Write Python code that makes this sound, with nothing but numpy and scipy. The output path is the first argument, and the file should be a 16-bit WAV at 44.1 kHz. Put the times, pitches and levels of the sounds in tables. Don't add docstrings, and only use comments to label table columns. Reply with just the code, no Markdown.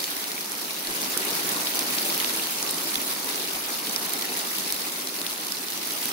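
import sys
import numpy as np
from scipy import signal
from scipy.fft import rfft, irfft
from scipy.io import wavfile
from scipy.ndimage import uniform_filter1d

SR = 44100
rng = np.random.default_rng(int(sys.argv[2]) if len(sys.argv) > 2 else 0)


def bounce(signal):
    frames = np.transpose(np.atleast_2d(signal))
    limited = np.clip(frames, -1, 1)
    pcm = np.round(limited * 32767).astype(np.int16)
    wavfile.write(sys.argv[1], SR, pcm)


N = 269892


def gain_of(db):
    return 10 ** (np.asarray(db) / 20)


def unit_rms(x):
    return x / np.sqrt(np.mean(x ** 2) + 1e-20)


def lookup(rows, at, column=1, log=True):
    table = np.transpose(rows)
    warp = np.log1p if log else np.asarray
    return np.interp(warp(at), warp(table[0]), table[column])


def add(mix, start_s, sound):
    part = mix[..., max(round(start_s * SR), 0):][..., :sound.shape[-1]]
    part += sound[..., :part.shape[-1]]


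# time in seconds, rain level in dB.
DOWNPOUR = [(0, -31), (0.3, -33.5), (0.8, -33.5), (0.97, -30.5), (1.25, -29), (1.7, -29), (2.15, -28),
            (2.55, -29.5), (2.9, -30), (3.5, -31), (4.1, -31.5), (4.7, -31), (5.1, -33), (5.78, -33.5),
            (5.95, -30.5), (6.12, -29.5)]

def downpour_db(t):
    return lookup(DOWNPOUR, t, log=False)


# frequency in Hz, gain in dB.
YARD_SPECTRUM = [(25, -26.5), (105, -25), (165, -6), (291, -0.5), (410, -2), (480, -5), (790, -5),
                 (1390, -6.5), (3100, -9), (4100, -7), (6000, -9), (7500, -13.5), (10500, -8),
                 (13200, -10.5), (15700, -9)]

def yard_colour(x, bass_cut_hz):
    hz = np.fft.rfftfreq(x.shape[-1], 1 / SR)
    bass_cut = 1 / np.sqrt(1 + (bass_cut_hz / (hz + 1)) ** 4)
    return irfft(rfft(x) * gain_of(lookup(YARD_SPECTRUM, hz)) * bass_cut, x.shape[-1])


# time in seconds, relative level of the low roar in dB.
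LOW_ROAR = [(0.02, -42), (0.85, -43.5), (0.92, -39.5), (1.4, -36.5), (1.72, -39), (1.74, -38), (2.23, -37),
            (2.46, -40), (2.5, -42.5), (2.67, -39), (3.88, -41.5), (3.98, -39), (5.64, -44), (6.12, -41)]
# frequency in Hz, coherence from 0 to 1, left phase lead in radians.
MIC_COHERENCE = [(50, .55, 0), (170, .88, 0), (320, .88, .1), (520, .42, 1.2), (1000, .5, 1.1),
                 (1280, .15, 2), (1550, .45, 3.3), (2500, .2, 6), (3300, .3, 9.6), (5200, .18, 15.7),
                 (16000, .05, 30)]

def far_wash(trim_db=1.6, patchy_db=2., flicker_db=1.1):
    frames, hz = N // 128 + 5, np.fft.rfftfreq(512, 1 / SR)
    t = np.arange(frames) * 128 / SR
    left_re, left_im, own_re, own_im, patches = rng.standard_normal((frames, 257, 5)).T
    patches = unit_rms(uniform_filter1d(uniform_filter1d(patches, 8, 0), 14, 1))
    landings = np.minimum(rng.exponential(1, frames), 2.5) ** 2
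    flicker = unit_rms(signal.lfilter([1], [1, -.6], landings - landings.mean()))
    treble = (1 / (1 + (1500 / (hz + 1)) ** 2))[:, None]
    hiss_db, roar_db = downpour_db(t), lookup(LOW_ROAR, t, log=False)
    field_db = treble * hiss_db + (1 - treble) * (roar_db - roar_db.mean() + hiss_db.mean())
    field_db += patchy_db * (0.52 + 0.5 * treble) * patches + flicker_db * treble * flicker
    coherence = lookup(MIC_COHERENCE, hz)[:, None]
    lag = np.exp(-1j * lookup(MIC_COHERENCE, hz, column=2))[:, None]
    left = left_re + 1j * left_im
    right = coherence * lag * left + np.sqrt(1 - coherence ** 2) * (own_re + 1j * own_im)
    spectra = np.array([left, right]) * gain_of(field_db)
    noise = signal.istft(spectra, nperseg=512, noverlap=384)[1][:, :N]
    rain_rms = np.sqrt(np.mean(gain_of(hiss_db) ** 2))
    return gain_of(trim_db) * rain_rms * unit_rms(yard_colour(noise, bass_cut_hz=1))


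def splat(hz, ring_share, noise, crack_ms, q, spray_ms=3., spray_db=-9., ring_ms=.9):
    t = np.arange(noise.shape[-1]) / SR
    burst = noise * (np.exp(-1000 * t / crack_ms) + gain_of(spray_db) * np.exp(-1000 * t / spray_ms))
    crack = 0.26 * burst + signal.lfilter(*signal.iirpeak(min(hz, 15000), q, SR), burst)
    decay = np.exp(-1000 * t / ring_ms * (hz / 3000) ** 0.088)
    crater = np.sin(2 * np.pi * hz * t * (1 + 15 * t)) * decay
    attack = np.minimum(t / 0.000082, 1)
    return ((1 - ring_share) * 2.1 * crack + ring_share * crater) * attack


def patter(trim_db=-2.2, per_s=750., spread_db=4.5, clumping=0.22, places=40):
    flurry = uniform_filter1d(rng.standard_normal(N // 441 + 1), size=3)
    flurry = unit_rms(np.repeat(flurry, 441)[:N])
    falls = rng.random(N) < per_s / SR * np.exp(clumping * flurry)
    hits = gain_of(spread_db * np.minimum(rng.exponential(1, N), 2.3)) * falls
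    place, out = rng.integers(0, places, N), np.zeros((2, N))
    for k, hz in enumerate(np.geomspace(2900, 15500, places)):
        noise = 2.4 * rng.standard_normal(700) + 1.44 * rng.standard_normal((2, 700))
        ring_share = rng.uniform(0.048, 0.47)
        pair = splat(hz, ring_share, noise, crack_ms=0.38, q=3., spray_db=-3.5)
        pair[1] = np.roll(pair[1], rng.integers(-4, 26))
        out += signal.oaconvolve((hits * (place == k))[None], pair, axes=1)[:, :N]
    level = gain_of(trim_db + downpour_db(np.arange(N) / SR))
    return level * unit_rms(yard_colour(out, bass_cut_hz=1260))


def bubble(hz, decay_cycles=4.):
    t = np.arange(600) / SR
    envelope = np.exp(-t * hz / decay_cycles) * np.minimum(t / 0.00015, 1)
    return np.sin(2 * np.pi * hz * t * (1 + 12 * t)) * envelope


# start in seconds, level in dB, pitch in Hz.
CLOSE_BUBBLES = [(0.004, -15.5, 4400), (0.29, -41, 3480), (0.3792, -22, 2260), (2.2018, -20, 2870),
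                 (2.397, -18.5, 2650), (2.9562, -16, 3560)]

def puddles(trim_db=-13., per_s=110., spread_db=2.5, places=24):
    sizes = gain_of(spread_db * np.minimum(rng.exponential(1, N), 2.2))
    hits = sizes * (rng.random(N) < per_s / SR)
    place, out = rng.integers(0, places, N), np.zeros((2, N))
    for k, hz in enumerate(np.geomspace(1900, 6000, places)):
        pair = np.array([bubble(hz), np.roll(bubble(hz), rng.integers(0, 24))])
        pair *= gain_of(rng.normal(0, 1.1) * np.array([[1], [-1]]))
        out += signal.oaconvolve((hits * (place == k))[None], pair, axes=1)[:, :N]
    out = gain_of(trim_db + downpour_db(np.arange(N) / SR)) * unit_rms(out)
    for start_s, db, hz in CLOSE_BUBBLES:
        add(out, start_s, gain_of(db) * bubble(hz))
    return out


# start in seconds, peak in dB, ring pitch in Hz, left minus right in dB, right lag in ms.
NEAR_DROPS = [(0.0414, -10, 4200, 3, 0.45), (0.1015, -15, 14000, -1, 0.2), (0.107, -13, 12500, -1, 0.2),
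              (0.136, -17, 2200, 0, 0.1), (0.3172, -16, 3820, 0, 0.2), (0.3808, -16, 2380, 0, -0.09),
              (0.409, -15, 11000, -1, 0.2), (0.5194, -9, 9100, -4, 0.2), (0.7083, -14, 3530, 0, 0.2),
              (0.8711, -12, 3880, 1, 0.48), (0.907, -15, 12000, -1, 0.2), (1.0175, -16, 8000, -1, 0.2),
              (1.0374, -15, 6200, 0, 0.2), (1.0446, -16, 6040, -5, 0.0), (1.1047, -14, 11400, -2, 0.1),
              (1.1227, -13, 14600, -2, 0.14), (1.175, -7, 10150, -5, 0.11), (1.2504, -13, 9840, -3, 0.1),
              (1.3095, -13, 12000, -2, 0.16), (1.332, -12, 3960, 3, 0.43), (1.3525, -10, 9400, -2, -0.07),
              (1.3955, -12, 14200, -2, 0.14), (1.4916, -9, 6100, -8, 0.16), (1.5639, -15, 4530, -1, 0.2),
              (1.6709, -10, 3330, -1, 0.09), (1.7555, -10, 9300, 0, 0.27), (1.7712, -12, 5700, 0, 0.2),
              (1.7916, -5, 10770, -2, 0.23), (1.7938, -14, 4700, -2, 0.2), (1.8105, -14, 4300, 0, 0.2),
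              (1.8235, -13, 4100, 0, 0.2), (1.9502, -12, 11020, -5, 0.09), (1.9815, -13, 3600, 0, 0.3),
              (1.9848, -9, 4200, 2, 0.48), (2.0185, -11, 10500, -2, 0.1), (2.063, -12, 11000, -2, 0.1),
              (2.1004, -12, 4000, 0, 0.48), (2.1238, -14, 4800, 0, 0.2), (2.1462, -14, 3600, 1, 0.2),
              (2.1545, -14, 3300, 0, 0.2), (2.1777, -6, 14130, -2, 0.14), (2.2012, -6, 3000, 0, 0.07),
              (2.2145, -14, 3900, 0, 0.2), (2.2455, -6, 2700, 0, 0.34), (2.2915, -13, 12500, -1, 0.16),
              (2.2878, -15, 4800, 0, 0.2), (2.295, -13, 3700, 0, 0.2), (2.3627, -12, 10900, -4, 0.0),
              (2.3938, -13, 13870, 0, 0.34), (2.4708, -8, 14380, -1, 0.45), (2.6277, -6, 6500, -2, 0.41),
              (2.6647, -14, 2500, -1, 0.32), (2.6946, -13, 5130, 3, 0.48), (2.71, -10, 10600, -2, 0.14),
              (2.8469, -14, 9220, -1, 0.27), (2.8746, -12, 11700, -1, 0.27), (2.9434, -11, 5600, -2, 0.48),
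              (2.949, -16, 13000, -1, 0.2), (2.9558, -6, 3600, -1, 0.5), (2.9692, -16, 4100, 0, 0.2),
              (3.0171, -11, 13200, -3, 0.29), (3.1129, -14, 5730, 1, -0.02), (3.2907, -15, 4390, 0, -0.02),
              (3.3565, -15, 5630, -1, 0.2), (3.5516, -15, 4100, 0, 0.2), (3.7868, -16, 4000, 1, 0.07),
              (3.8704, -14, 4060, -1, 0.2), (3.8953, -11, 8500, -4, 0.11), (3.9236, -14, 10100, 0, 0.2),
              (3.9613, -7, 5000, -2, 0.05), (4.0408, -15, 10500, 0, 0.2), (4.0617, -13, 9600, 2, 0.34),
              (4.1356, -7, 14560, -1, 0.11), (4.2122, -11, 11300, -2, 0.18), (4.2225, -12, 4000, 0, 0.2),
              (4.254, -13, 13500, -1, 0.16), (4.3418, -14, 10000, -1, 0.2), (4.3722, -11, 11000, -2, 0.2),
              (4.391, -13, 9700, 0, 0.2), (4.5089, -14, 14000, -1, 0.2), (4.5668, -13, 11500, 0, 0.2),
              (4.5838, -12, 13000, -2, 0.16), (4.5851, -11, 4000, -1, 0.18), (4.6288, -14, 9500, 0, 0.2),
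              (4.7033, -11, 2900, -1, 0.09), (4.7242, -4, 10000, -3, 0.16), (4.8855, -14, 7500, 0, 0.2),
              (4.9594, -17, 3760, 0, 0.2), (4.9833, -14, 11020, 3, 0.05), (5.0721, -15, 4390, 2, 0.29),
              (5.2155, -12, 5900, 0, 0.27), (5.2653, -10, 3400, -2, 0.09), (5.337, -15, 12000, -1, 0.16),
              (5.4682, -11, 8000, -4, 0.11), (5.5212, -11, 5300, -2, 0.38), (5.5695, -16, 4430, -1, 0.2),
              (5.6847, -15, 4330, -1, 0.2), (5.7025, -15, 10500, -4, 0.16), (5.7216, -14, 3710, 0, 0.2),
              (5.776, -13, 6030, 2, 0.32), (5.8729, -11, 10940, -2, 0.16), (5.9202, -10, 12320, -1, 0.16),
              (5.9085, -14, 2600, 0, 0.2), (5.9355, -11, 12500, -1, 0.16), (6.056, -8, 12230, -4, 0.32)]

def near_drops():
    out, noises = np.zeros((2, N)), rng.standard_normal((len(NEAR_DROPS), 3, 700))
    blow = 3.5 * signal.unit_impulse(700, idx=8)
    pad = 100
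    for (start_s, db, hz, pan_db, lag_ms), noise in zip(NEAR_DROPS, noises):
        impact = blow + 0.6 * noise[0] + 0.6 * noise[1:]
        drop = splat(hz, ring_share=.33, noise=impact, crack_ms=.65, q=1.9, ring_ms=.65)
        pair = yard_colour(np.pad(drop, ((0, 0), (pad, 224))), bass_cut_hz=1960)
        pair /= abs(pair).max(1, keepdims=True)
        pair *= gain_of(db + np.array([[.5], [-.5]]) * pan_db)
        add(out[0], start_s - pad / SR, pair[0])
        add(out[1], start_s - pad / SR + lag_ms / 1000, pair[1])
    return out


# start in seconds, peak in dB.
THUDS = [(0.085, -60), (0.876, -46), (2.255, -49), (2.954, -44), (3.539, -47), (3.923, -66), (4.711, -48)]

def thuds(cutoff_hz=110., rise_s=0.019):
    out, t = np.zeros((2, N)), np.arange(6000) / SR
    lowpass = signal.butter(2, cutoff_hz, fs=SR, output="sos")
    for (start_s, db), noise in zip(THUDS, rng.standard_normal((len(THUDS), 3, 6000))):
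        puff = signal.sosfilt(lowpass, noise[0] + 0.73 * noise[1:]) * t * np.exp(-t / rise_s)
        add(out, start_s, gain_of(db) * puff / abs(puff).max())
    return out


# start in seconds, level in dB.
KNOCKS = [(1.169, -16.5)]

def hollow_knock(low_hz=400, high_hz=1450):
    out, t = np.zeros((2, N)), np.arange(6000) / SR
    modes = np.sin(2 * np.pi * low_hz * t) + 0.62 * np.sin(2 * np.pi * high_hz * t)
    envelope = (t / 0.0016) * np.exp(1 - t / 0.00086)
    highpass = signal.butter(2, 150., "high", fs=SR, output="sos")
    knock = signal.sosfilt(highpass, modes * envelope)
    for start_s, db in KNOCKS:
        add(out, start_s, gain_of(db) * knock)
    return out


def scene():
    return far_wash() + patter() + puddles() + near_drops() + thuds() + hollow_knock()


# frequency in Hz, left minus right in dB.
MIC_BALANCE = [(130, -1), (330, 1.5), (800, -2), (1400, -1.5), (4000, 0.5), (8500, -2), (14000, 0)]

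def record(dry):
    tilt_db = lookup(MIC_BALANCE, np.fft.rfftfreq(N, 1 / SR)) * np.array([[.5], [-.5]])
    heard = irfft(rfft(dry) * gain_of(tilt_db), N)
    lowpass = signal.firwin(1201, cutoff=15780, window=("kaiser", 9), fs=SR)
    return signal.oaconvolve(heard, lowpass[None], "same")


dry = scene()
out = record(dry)
bounce(out)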